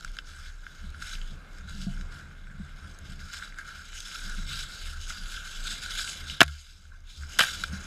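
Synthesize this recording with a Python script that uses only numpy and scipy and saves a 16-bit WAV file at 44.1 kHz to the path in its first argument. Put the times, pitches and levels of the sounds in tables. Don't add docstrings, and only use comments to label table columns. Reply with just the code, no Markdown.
import sys
import numpy as np
from scipy import signal
from scipy.fft import rfft, irfft
from scipy.io import wavfile
from scipy.ndimage import uniform_filter1d, map_coordinates

SR = 44100
rng = np.random.default_rng(int(sys.argv[2]) if len(sys.argv) > 2 else 0)


def natural_amplitude(level_db):
    exponent = np.asarray(level_db, float) / 20
    return 10 ** exponent


def store_wav(level_fs):
    pcm = np.round(np.clip(np.atleast_2d(level_fs), -1, 1) * 32767)
    wavfile.write(sys.argv[1], SR, pcm.T.astype(np.int16))


N = 346621

# time in seconds, gain in dB.
DUCK = [
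    (0, 7),
    (6.41, 11),
    (6.5, -5),
    (6.85, -2.5),
    (7.15, 3.5),
    (7.39, 16),
    (7.46, 13),
    (7.86, 12),
]
SCRAPE_RISE, SCRAPE_FALL = 470, 188
CRUNCH_LIFE = 0.46
FIZZ_LIFE = 0.62


def unit(x):
    return x / np.sqrt(np.mean(x ** 2) + 1e-20)


def along(points, hz):
    f, v = np.transpose(points)
    return np.interp(np.log(hz + 1), np.log(f + 1), v)


def curves(rows):
    s, *cols = np.transpose(np.vstack(rows))
    return [np.interp(np.arange(N) / SR, s, c) for c in cols]


def wobble(rate):
    knots = rng.standard_normal(int(N * 400 / SR) + 4)
    return map_coordinates(knots, [np.arange(N) * min(rate, 400) / SR])


def coloured(x, gain_db):
    m = 2 ** 15
    cep = irfft(gain_db(np.fft.rfftfreq(m, 1 / SR)) * np.log(10) / 20, m)
    cep[1:m // 2] *= 2
    cep[m // 2 + 1:] = 0
    response = irfft(np.exp(rfft(cep)), m)
    return signal.fftconvolve(x, response)[:N]


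def resonance_db(f, hz, width):
    return -10 * np.log10(1 + ((f * f - hz * hz) / (f * width + 1e-9)) ** 2)


def split(f, low_hz, high_hz):
    return -10 * np.log10((1 + (low_hz / (f + 1)) ** 8) * (1 + (f / high_hz) ** 8))


def steady(x, span_s):
    power = np.abs(uniform_filter1d(x ** 2, size=round(span_s * SR)))
    return unit(x / (power + 0.23 * np.mean(power)) ** 0.21)


def swells(rows, rise, fall):
    s, hold, db, extra_db = np.transpose(rows)[:, :, None]
    t = np.arange(0, N / SR + .002, .002)
    before, after = np.maximum(s - t, 0), np.maximum(t - s - hold, 0)
    power = natural_amplitude(2 * (db - rise * before - fall * after))
    weighted = power * natural_amplitude(2 * extra_db)
    return np.array([np.interp(np.arange(N) / SR, t, p.sum(axis=0)) for p in (power, weighted)])


def bumps_db(f):
    # frequency in Hz, width in Hz, height in dB.
    modes = [(1381, 280, 16), (1586, 314, 17), (2128, 120, 11.5), (2373, 66, 8.5), (2705, 65, 5),
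             (2990, 34, 6), (3495, 390, 7.5), (3910, 166, 11), (5830, 280, -1), (4840, 1010, 9.5),
             (5336, 120, 7.5), (6614, 1030, 9.5), (7980, 500, 5.5), (9340, 470, -5.5), (10540, 750, 3.5)]
    return sum(db / (1 + (2 * (f - hz) / w) ** 2) for hz, w, db in modes)


def ranges(crunch, body, fizz, cavity, top_db):
    # frequency in Hz, level in dB.
    wall = [(150, -32.5), (500, -3.5), (1000, -26), (1900, -17), (3000, -6.5), (6000, -26.5), (9200, -31),
            (13000, -38), (15000, -45), (15600, -55), (15780, -92), (16500, -82.5)]

    def gain_db(f):
        treble = 0.64 * (f > 15700) + 0.11 * np.clip(f / 6000 - 1, 0, 1)
        return along(wall, f) + cavity * bumps_db(f) + top_db * treble

    low = coloured(crunch, lambda f: gain_db(f) + split(f, low_hz=1056, high_hz=1927))
    mid = coloured(body, lambda f: gain_db(f) + split(f, low_hz=1894, high_hz=5830))
    high = coloured(fizz, lambda f: gain_db(f) + split(f, low_hz=6260, high_hz=19200))
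    return low, mid, high


def bursts(rows, lives=(1,), crack=3.04):
    t = np.arange(2000) / SR
    push = np.zeros((len(rows[0]) - 2, N + SR))
    for s, *db, t60 in rows:
        decay = natural_amplitude(-60 * t / (max(t60, .002) * np.c_[[*lives]]))
        burst = np.sign(rng.standard_normal(len(t))) * decay
        burst[:, 0] = crack
        push[:, round(s * SR):][:, :len(t)] += natural_amplitude(db)[:, None] * burst
    return push


def hits(rows, gains_db, cavity, top_db, crunch_life):
    pushes = bursts(rows, lives=(1, crunch_life, FIZZ_LIFE))
    body, crunch, fizz = natural_amplitude(gains_db)[:, None] * pushes
    return sum(ranges(crunch, body, fizz, cavity=cavity, top_db=top_db))


def pings(rows, attack_s):
    out, t = np.zeros(N + SR), np.arange(9000) / SR
    for s, db, hz, t60 in rows:
        envelope = natural_amplitude(db - 60 * t / max(t60, .004)) * (1 - np.exp(-t / attack_s))
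        out[round(s * SR):][:len(t)] += envelope * np.sin(2 * np.pi * hz * t)
    return out[:N]


def crackle(spread_db, hiss_level, patchy_db, count):
    folds = (rng.random(N) < 110 / SR) * np.minimum(rng.exponential(size=N), 2.5)
    crumple = 3.4 + signal.lfilter([1], [1, -np.exp(-1 / (.008 * SR))], folds)
    where, pitch, life = rng.random(count), rng.standard_normal(count), rng.random(count)
    size = np.minimum(rng.exponential(size=count), 3)
    first = np.searchsorted(np.cumsum(crumple ** 2), where * np.sum(crumple ** 2))
    index = first[:, None] + np.arange(200)
    hz = np.clip(5000 * np.exp(.7 * pitch), 800, 15000)[:, None]
    t = np.arange(200) / SR
    cycles_to_60db = 8 + 22 * life[:, None]
    envelope = natural_amplitude(spread_db * size[:, None] - 60 * t * hz / cycles_to_60db)
    breaks = envelope * np.sin(2 * np.pi * hz * t) * np.sqrt(hz)
    snapping = unit(np.bincount(index.ravel(), breaks.ravel(), N + 200)[:N])
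    x = snapping + hiss_level * unit(crumple * rng.standard_normal(N))
    z = signal.stft(x, nperseg=512)[2]
    field = uniform_filter1d(rng.standard_normal(z.shape), size=8, axis=0)
    field = uniform_filter1d(field, size=14, axis=1)
    return signal.istft(z * natural_amplitude(patchy_db * unit(field)), nperseg=512)[1][:N]


def leaves():
    # start in seconds, hold in seconds, level in dB, weight in dB.
    steps = [(0, 0.076, -54, -2), (.14, 0.04, -55, -3), (.27, 0.21, -52.5, 0.5), (.52, 0.21, -62.5, -11),
             (.68, 0.22, -57, -2.5), (.95, 0.044, -55, 2.5), (1.02, 0.12, -43.5, -1.5),
             (1.2, 0.11, -56, -6), (1.53, 0.054, -58, 4.5), (1.69, 0.088, -50.5, 0), (1.81, 0.023, -46, -2),
             (1.92, 0.023, -52, 0), (2.0, 0.017, -57, 1), (2.12, 0.077, -54, 3.5), (2.5, 0.022, -74, 13),
             (2.62, .1, -63, 2), (2.77, 0.15, -59, 1), (3.05, 0.075, -54, -3), (3.2, 0.078, -51.5, 0),
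             (3.33, 0.034, -42, -2), (3.42, 0.041, -49.5, 3), (3.585, 0.016, -51, 3.5),
             (3.68, 0.13, -50, 2), (3.86, .04, -51, -2), (3.96, 2.55, -53.5, 1.5)]
    # start in seconds, hold in seconds, level in dB,
    # weight in dB.
    scrapes = [(3.95, 0.04, -43, -6), (4.06, 0.2, -43, -3), (4.3, 0.12, -47, -1.5),
               (4.49, 0.089, -40.5, -4), (4.59, 0.014, -39, -2.5), (4.7, 0.21, -45, -3.5),
               (5.02, 0.011, -45, -19), (5.09, 0.023, -39.5, -1.5), (5.17, 0.11, -47.5, -6),
               (5.31, 0.09, -43.5, -5.5), (5.45, 0.16, -44, -2.5), (5.65, 0.024, -39, -6),
               (5.71, 0.017, -36.5, -5.5), (5.83, 0.0086, -36, -5), (5.91, 0.058, -38, -4),
               (5.99, 0.021, -33, -4), (6.075, 0.033, -37.5, -5.5), (6.16, 0.048, -46.5, -6),
               (6.28, 0.041, -43.5, -13), (6.92, 0.031, -74, 12), (7.1, 0.11, -54, -7),
               (7.07, .02, -63, -7), (7.22, 0.03, -52.5, -1), (7.3, 0.23, -46, -7),
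               (7.44, 0.045, -36, -4.5), (7.5, 0.045, -41, -4.5), (7.57, 0.081, -43.5, -6.5),
               (7.66, 0.028, -54, -17), (7.73, 0.033, -46.5, 3), (7.81, 0.055, -50, -2)]
    # start in seconds, hold in seconds, level in dB, weight in dB.
    settling = [
        (6.52, 0.096, -52.5, -6),
    ]
    litter_db, litter_weight_db, litter_fizz_db = -70, 2.5, -8
    step_fizz_db, scrape_fizz_db = -5.5, -4.5

    duck_db, = curves([DUCK])
    litter = natural_amplitude(2 * (litter_db + duck_db))
    step, step_low = swells(steps, rise=490, fall=157)
    raking = swells(scrapes, SCRAPE_RISE, SCRAPE_FALL)
    rake, rake_low = raking + swells(settling, SCRAPE_RISE, fall=47)
    heavy = step_low + rake_low + litter * natural_amplitude(2 * litter_weight_db)
    dry_step, dry_rake = step * natural_amplitude(2 * step_fizz_db), rake * natural_amplitude(2 * scrape_fizz_db)
    dry_power = dry_step + dry_rake + litter * natural_amplitude(2 * litter_fizz_db)
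    breaks = steady(crackle(spread_db=3.8, hiss_level=2.1, patchy_db=2.1, count=16000), span_s=.05)
    crunch, body, fizz = map(unit, ranges(breaks, breaks, breaks, cavity=0.93, top_db=-15.0))
    low = natural_amplitude(1.86) * np.sqrt(heavy) * crunch
    high = natural_amplitude(2.4) * np.sqrt(dry_power) * fizz
    return np.sqrt(step + rake + litter) * body + low + high


def jolts():
    # start in seconds, peak in dB, clamp ring in dB.
    thumps = [(0.838, -37, -34), (1.314, -41, -36), (1.628, -53, -27), (1.867, -22, -31),
              (2.598, -29.5, -44), (3.119, -43, -24), (4.263, -42.5, -30), (4.382, -36.5, -45),
              (5.202, -41, -37), (5.719, -49, -12), (7.73, -27.5, -47)]
    out, t = np.zeros(N + SR), np.arange(4000) / SR
    swell = 1 - np.exp(-t / 0.01)
    thud = np.sin(2 * np.pi * 188 * t) * natural_amplitude(-60 * t / 0.063)
    thud += 0.15 * np.sin(2 * np.pi * 140 * t) * natural_amplitude(-60 * t / 0.17)
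    for s, db, ring_db in thumps:
        clamp = natural_amplitude(ring_db - 60 * t / 0.15) * np.sin(2 * np.pi * 684 * t)
        out[round(s * SR):][:len(t)] -= natural_amplitude(db + 10) * swell * (thud + clamp)
    return out[:N]


def pole():
    # time in seconds, level in dB.
    grip = [(0.0, -37), (0.65, -45.5), (1.31, -33.5), (1.42, -41.5), (1.99, -34.5), (2.3, -50), (2.36, -40),
            (2.41, -48.5), (2.63, -38), (2.87, -46), (4.16, -46), (4.33, -35.5), (6.35, -43), (6.41, -55.5),
            (7.38, -43), (7.42, -43), (7.53, -45), (7.86, -47)]
    # start in seconds, hold in seconds, level in dB, looseness in dB.
    twitches = [(0, 0.024, -48, -5.5), (.3, 0.2, -50.5, -21), (.66, 0.064, -61, 2.5),
                (.83, 0.084, -42, -16), (.98, 0.02, -48.5, -1), (1.15, .03, -50.5, -1.5),
                (1.32, 0.024, -50, -2), (1.5, 0.082, -51, -18), (1.64, 0.062, -40.5, -8),
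                (1.75, 0.22, -51, 7.5), (1.97, 0.073, -44.5, -7), (2.12, 0.22, -48, -5.5),
                (2.5, 0.14, -46.5, -5), (2.83, 0.059, -43, -8), (3.02, 0.22, -44, -7),
                (3.38, 0.049, -50, -9), (3.7, 0.3, -56.5, -8), (4.1, .05, -64, -4),
                (4.25, 0.022, -47, -2.5), (4.38, 0.2, -45, -2.5), (4.85, 0.16, -46.5, -19),
                (5.1, 0.26, -54.5, -3), (5.7, 0.036, -57, 10), (5.85, 0.28, -55, -21),
                (6.22, 0.093, -45, -6.5), (6.72, 0.32, -52.5, -14.5), (7.2, 0.065, -43.5, -7.5),
                (7.4, 0.093, -49, -7), (7.58, 0.038, -45, -5), (7.71, 0.035, -40, -3)]
    # frequency in Hz, width in Hz, level in dB.
    upper_modes = [(140, 20.6, 0.5), (188.7, 25, -1.5), (278, 16, -10)]
    rest_db, rest_loose_db = -70, -1.5

    def upper_db(f):
        return 10 * np.log10(sum(natural_amplitude(2 * (db + resonance_db(f, hz, w))) for hz, w, db in upper_modes) + 1e-9)

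    (sway_db,), (duck_db,) = curves([grip]), curves([DUCK])
    rest = natural_amplitude(2 * (rest_db + duck_db + [[0], [rest_loose_db]]))
    flex, loose = np.sqrt(swells(twitches, rise=320, fall=130) + rest)
    push = rng.standard_normal((3, N))
    sway = steady(coloured(push[0], lambda f: 1.55 * resonance_db(f, hz=28.86, width=5.5)), span_s=1.0)
    bend = steady(coloured(push[1], lambda f: 1.46 * resonance_db(f, hz=72.84, width=8.2)), span_s=0.19)
    rattle = unit(coloured(push[2] * natural_amplitude(1.3 * wobble(23)), lambda f: 1.53 * upper_db(f)))
    return natural_amplitude(sway_db - 1.0) * sway + flex * bend + natural_amplitude(-1.5) * loose * rattle + jolts()


def air():
    # frequency in Hz, level in dB per Hz.
    spectrum = [(59, -29.5), (100, -9.5), (364, -19.5), (687, -21.5), (925, -24.5), (1570, -12.5),
                (1940, -31), (2110, -20.5), (2610, -27), (3740, -33), (6630, -40), (13600, -50.5),
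                (15800, -67.5)]
    duck_db, = curves([DUCK])
    noise = unit(coloured(rng.standard_normal(N), lambda f: along(spectrum, f)))
    return natural_amplitude(-66.5 + duck_db + 2.0 * wobble(4.4)) * noise


def hiss():
    noise = rng.standard_normal(N)
    top = coloured(noise, lambda f: split(f, low_hz=7500, high_hz=13500) - 60 * (f > 15200))
    return natural_amplitude(-82 - 4) * unit(top)


def ticks():
    # start in seconds, peak in dB, crunch in dB, fizz in dB.
    cracks = [(0.0084, -31, -38.5, -44), (0.0367, -34, -34, -52), (0.0654, -45, -55, -62),
              (0.0924, -47, -56, -58), (0.1004, -49, -47, -60), (0.1176, -45, -51, -47),
              (0.2454, -42, -53, -60), (0.2914, -47, -45, -63), (0.3104, -48, -52, -56),
              (0.336, -44, -46, -50), (0.6434, -43, -47, -56), (0.75, -45, -42, -65),
              (0.8402, -47, -47, -54), (0.9035, -36, -50, -44), (1.038, -39, -41, -52),
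              (1.0544, -34, -45, -51), (1.0754, -31, -43, -51), (1.0934, -27, -37, -44),
              (1.1024, -35, -36, -47), (1.1248, -25.5, -44, -45), (1.1434, -32, -40, -49),
              (1.1524, -22, -41, -50), (1.215, -24, -44, -54), (1.2314, -39, -44, -54),
              (1.2695, -46, -49, -56), (1.4864, -47, -57, -60), (1.5324, -46, -43, -61),
              (1.6094, -50, -42, -65), (2.211, -45, -45, -59), (2.3114, -52, -41, -65),
              (2.3824, -51, -52, -70), (2.4704, -48, -44, -55), (2.502, -43, -45, -67),
              (2.5374, -53, -57, -67), (2.5934, -48, -49.5, -65), (2.827, -48, -44, -58),
              (3.2854, -42, -45, -51), (3.69, -44, -47, -42), (4.0546, -28, -47, -48),
              (4.1576, -17.5, -37, -34), (4.2984, -36, -45, -38), (4.3824, -25.5, -44, -51),
              (5.006, -38, -56, -46), (5.014, -31, -49, -40), (5.089, -29, -40, -48),
              (5.1714, -33, -39, -51), (5.2584, -22, -43, -50), (5.3216, -34, -44.5, -47),
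              (6.2706, -33, -45, -50)]
    rows = [(*row, .011) for row in cracks]
    return hits(rows, gains_db=[2, 19, 28], cavity=1.0, top_db=-22.0, crunch_life=CRUNCH_LIFE)


def snaps():
    # start in seconds, peak in dB, crunch in dB, fizz in dB.
    breaking = [(0.0258, -34, -42, -49), (0.0472, -26, -31, -29.5), (0.078, -33, -33, -46),
                (0.1511, -36, -48, -48), (0.168, -30, -31, -39), (0.1872, -17.5, -30, -34),
                (0.666, -35, -33, -52), (0.945, -42, -41, -57), (1.022, -29, -29, -50),
                (1.585, -42, -40.5, -45), (1.6953, -50, -38, -38), (2.0111, -29.5, -35.5, -43),
                (2.1226, -36, -39, -52), (2.946, -54, -49, -51), (2.988, -50, -47, -41),
                (3.102, -51, -61, -43), (3.1931, -32.5, -63, -56), (3.338, -28, -32, -32),
                (3.4242, -28, -29.5, -44), (3.5862, -29, -28.5, -36.5), (3.657, -38, -37, -49),
                (3.9297, -26, -29.5, -57), (4.004, -24, -36, -28), (4.114, -26, -38, -51),
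                (5.1036, -43, -28, -47), (5.8255, -25, -34, -37), (5.9943, -42, -29, -39),
                (6.0754, -17, -32, -41), (6.093, -23, -32.5, -42), (6.2983, -16.5, -34, -48),
                (3.332, -32, -33, -36), (3.344, -30, -30, -34), (3.366, -30, -40, -42),
                (3.387, -32, -40, -44), (3.399, -39, -34, -50), (3.435, -38, -35, -48),
                (3.447, -38, -44, -47), (3.461, -44, -46, -54), (3.476, -42, -36, -54),
                (3.524, -40, -36, -58), (3.543, -40, -43, -50), (0.372, -44, -46, -56),
                (0.385, -44, -42, -56), (0.428, -44, -42, -52), (0.44, -41, -43, -54),
                (0.459, -44, -40.5, -54)]
    # start in seconds, peak in dB, crunch in dB, fizz in dB.
    landing = [(6.4624, -42, -41, -38), (6.4796, -23.5, -33, -35), (6.5104, -46, -56, -50),
               (6.5504, -61, -53, -55), (6.853, -72, -53, -70), (6.878, -56, -64.5, -67.5),
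               (6.9194, -58, -55, -73), (6.9383, -57, -52, -68), (7.005, -50.5, -56.5, -53.5),
               (7.234, -44, -37.5, -60), (7.456, -28, -31, -48.5), (7.4692, -28, -26, -34),
               (7.637, -11, -19.5, -23.5), (7.641, -22, -30, -49), (7.738, -34, -40, -50)]
    rows = [(*row, .014) for row in breaking + landing]
    return hits(rows, gains_db=[4, 19, 25], cavity=1.0, top_db=-22.0, crunch_life=CRUNCH_LIFE)


def hums():
    # start in seconds, peak in dB, pitch in Hz, 60 dB decay in seconds.
    knocked = [
        (4.245, -36, 85, .15),
        (4.372, -34.5, 140, 0.18),
        (4.375, -41, 275, .09),
        (4.49, -43, 139, .3),
        (2.59, -32, 133, 0.17),
        (2.74, -41, 140, .12),
    ]
    return pings(knocked, attack_s=.009)


def collar():
    # start in seconds, peak in dB, pitch in Hz, 60 dB decay in seconds.
    links = [(2.8604, -49, 6840, 0.014), (2.8844, -56, 6700, 0.014), (2.8964, -54, 8050, 0.014),
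             (2.9114, -55, 6560, 0.014), (2.9457, -49, 8030, 0.014), (2.9637, -49, 8000, 0.012),
             (2.9881, -41, 6390, 0.014), (3.0086, -51, 7840, 0.014), (3.0294, -55, 8020, 0.014),
             (3.0604, -56, 6400, 0.014), (3.0834, -51, 6280, 0.014), (3.1004, -46, 7930, 0.014),
             (3.1064, -43, 7980, 0.014), (3.1184, -44, 8150, 0.014), (3.1534, -57, 6300, 0.014),
             (6.8763, -53, 6240, 0.016)]
    return pings(links, attack_s=0.0011)


def strap():
    # start in seconds, peak in dB, pitch in Hz, 60 dB decay in seconds.
    slips = [
        (6.915, -49, 1570, .06),
        (6.93, -53.5, 1070, 0.06),
        (6.933, -50, 1480, .06),
        (6.947, -46, 1534, 0.093),
        (6.978, -61, 695, .06),
        (2.9875, -34, 10450, .009),
        (2.9875, -47, 14400, .008),
    ]
    return pings(slips, attack_s=0.0027)


def claws():
    # start in seconds, hold in seconds, level in dB, spare level in dB.
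    drags = [
        (4.5, 0.14, -47, 1),
        (4.8, 0.046, -51, 0),
        (5.655, 0.03, -40.5, 0),
        (5.71, 0.03, -42, 0),
        (6.07, .012, -47.5, 0),
        (6.275, 0.065, -45.5, -2),
        (7.09, 0.065, -53.5, 0),
    ]
    rough = rng.standard_normal(N) * natural_amplitude(3.1 * wobble(120))
    rasp = coloured(rough, lambda f: 1.6 * resonance_db(f, hz=3670, width=710))
    return np.sqrt(swells(drags, SCRAPE_RISE, SCRAPE_FALL)[0]) * unit(rasp)


def grit():
    # start in seconds, peak in dB, crunch in dB, fizz in dB, 60 dB decay in seconds.
    strikes = [(6.4054, 5, 0, -15, 0.012), (6.4063, 11.5, 9, -7, 0.012), (6.4128, 6, 3.5, -8.5, 0.021),
               (6.4158, 6.5, 10, -11, 0.017), (6.4296, -8.5, -7.5, -14.5, 0.037),
               (6.4390, -35.5, -42, -56, 0.085), (7.3884, -3, -7, -10, 0.01), (7.3915, 2.5, 1, -9, 0.038),
               (7.3928, -4, -0.5, -11, 0.025), (7.3965, -21, -24, -25, 0.017),
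               (7.4035, -1, -10, -22, 0.068), (7.4073, -10, 1.5, -19, 0.033), (7.4115, -5, -27, -21, 0.02),
               (7.4156, -20, -21, -14, 0.0076), (7.4208, -5, -10, -17, 0.031),
               (7.4250, -22, -12, -27, 0.021), (7.4300, -17, -16, -23, 0.15), (7.4366, -5, -5, -17, 0.012),
               (7.4055, -12, -14, -18, 0.012), (7.4275, -18, -22, -18, 0.013),
               (7.432, -21, -29, -20, 0.012), (7.447, -26, -23, -26, 0.012), (7.4655, -23, -26, -30, 0.012)]
    # frequency in Hz, width in Hz, level in dB.
    node = (2130, 300, -6)
    hz, width, db = node
    x = hits(strikes, gains_db=[4, 15, 23], cavity=0.46, top_db=20.0, crunch_life=1)
    return coloured(x, lambda f: db / (1 + (2 * (f - hz) / width) ** 2))


def knocks():
    # start in seconds, peak in dB, four times the push's 60 dB decay in seconds.
    blows = [
        (6.4059, -12, 0.043),
        (6.4135, -19, 0.071),
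        (6.4162, -3.5, 0.023),
        (6.430, -27, 0.028),
        (7.3918, -22, 0.023),
        (7.4082, -16.5, 0.057),
    ]
    # frequency in Hz, level in dB.
    shell = [(40, -28), (120, -0.5), (300, 0), (520, -8.5), (684, 5.5), (860, -11), (1100, 0), (1500, -31),
             (3000, -51.5)]
    push = bursts([(s, db, t60 / 4) for s, db, t60 in blows], crack=11)[0]
    return coloured(push, lambda f: along(shell, f) + 6)


def ring():
    # frequency in Hz, level in dB, swell time in seconds.
    modes = [(72.8, -27.5, 0.032), (145, -37, 0.022)]
    t = np.maximum(np.arange(N) / SR - 6.415, 0)
    out = np.zeros(N)
    for hz, db, swell in modes:
        envelope = (t / swell) ** 2 * np.exp(-t / swell)
        out += natural_amplitude(db) * envelope * np.sin(2 * np.pi * hz * t)
    return out


def scene():
    background = leaves() + pole() + air() + hiss()
    breaks = ticks() + snaps()
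    small_modes = hums() + collar() + strap() + claws()
    strikes = grit() + knocks() + ring()
    return (background + breaks + small_modes + strikes)[None]


def band_limit(x):
    return signal.sosfilt(signal.butter(12, 16560, fs=SR, output="sos"), x)


def record(dry):
    mix = dry / (1 + np.abs(dry) ** 8) ** (1 / 8)
    return band_limit(mix)


dry = scene()
out = record(dry)
store_wav(out)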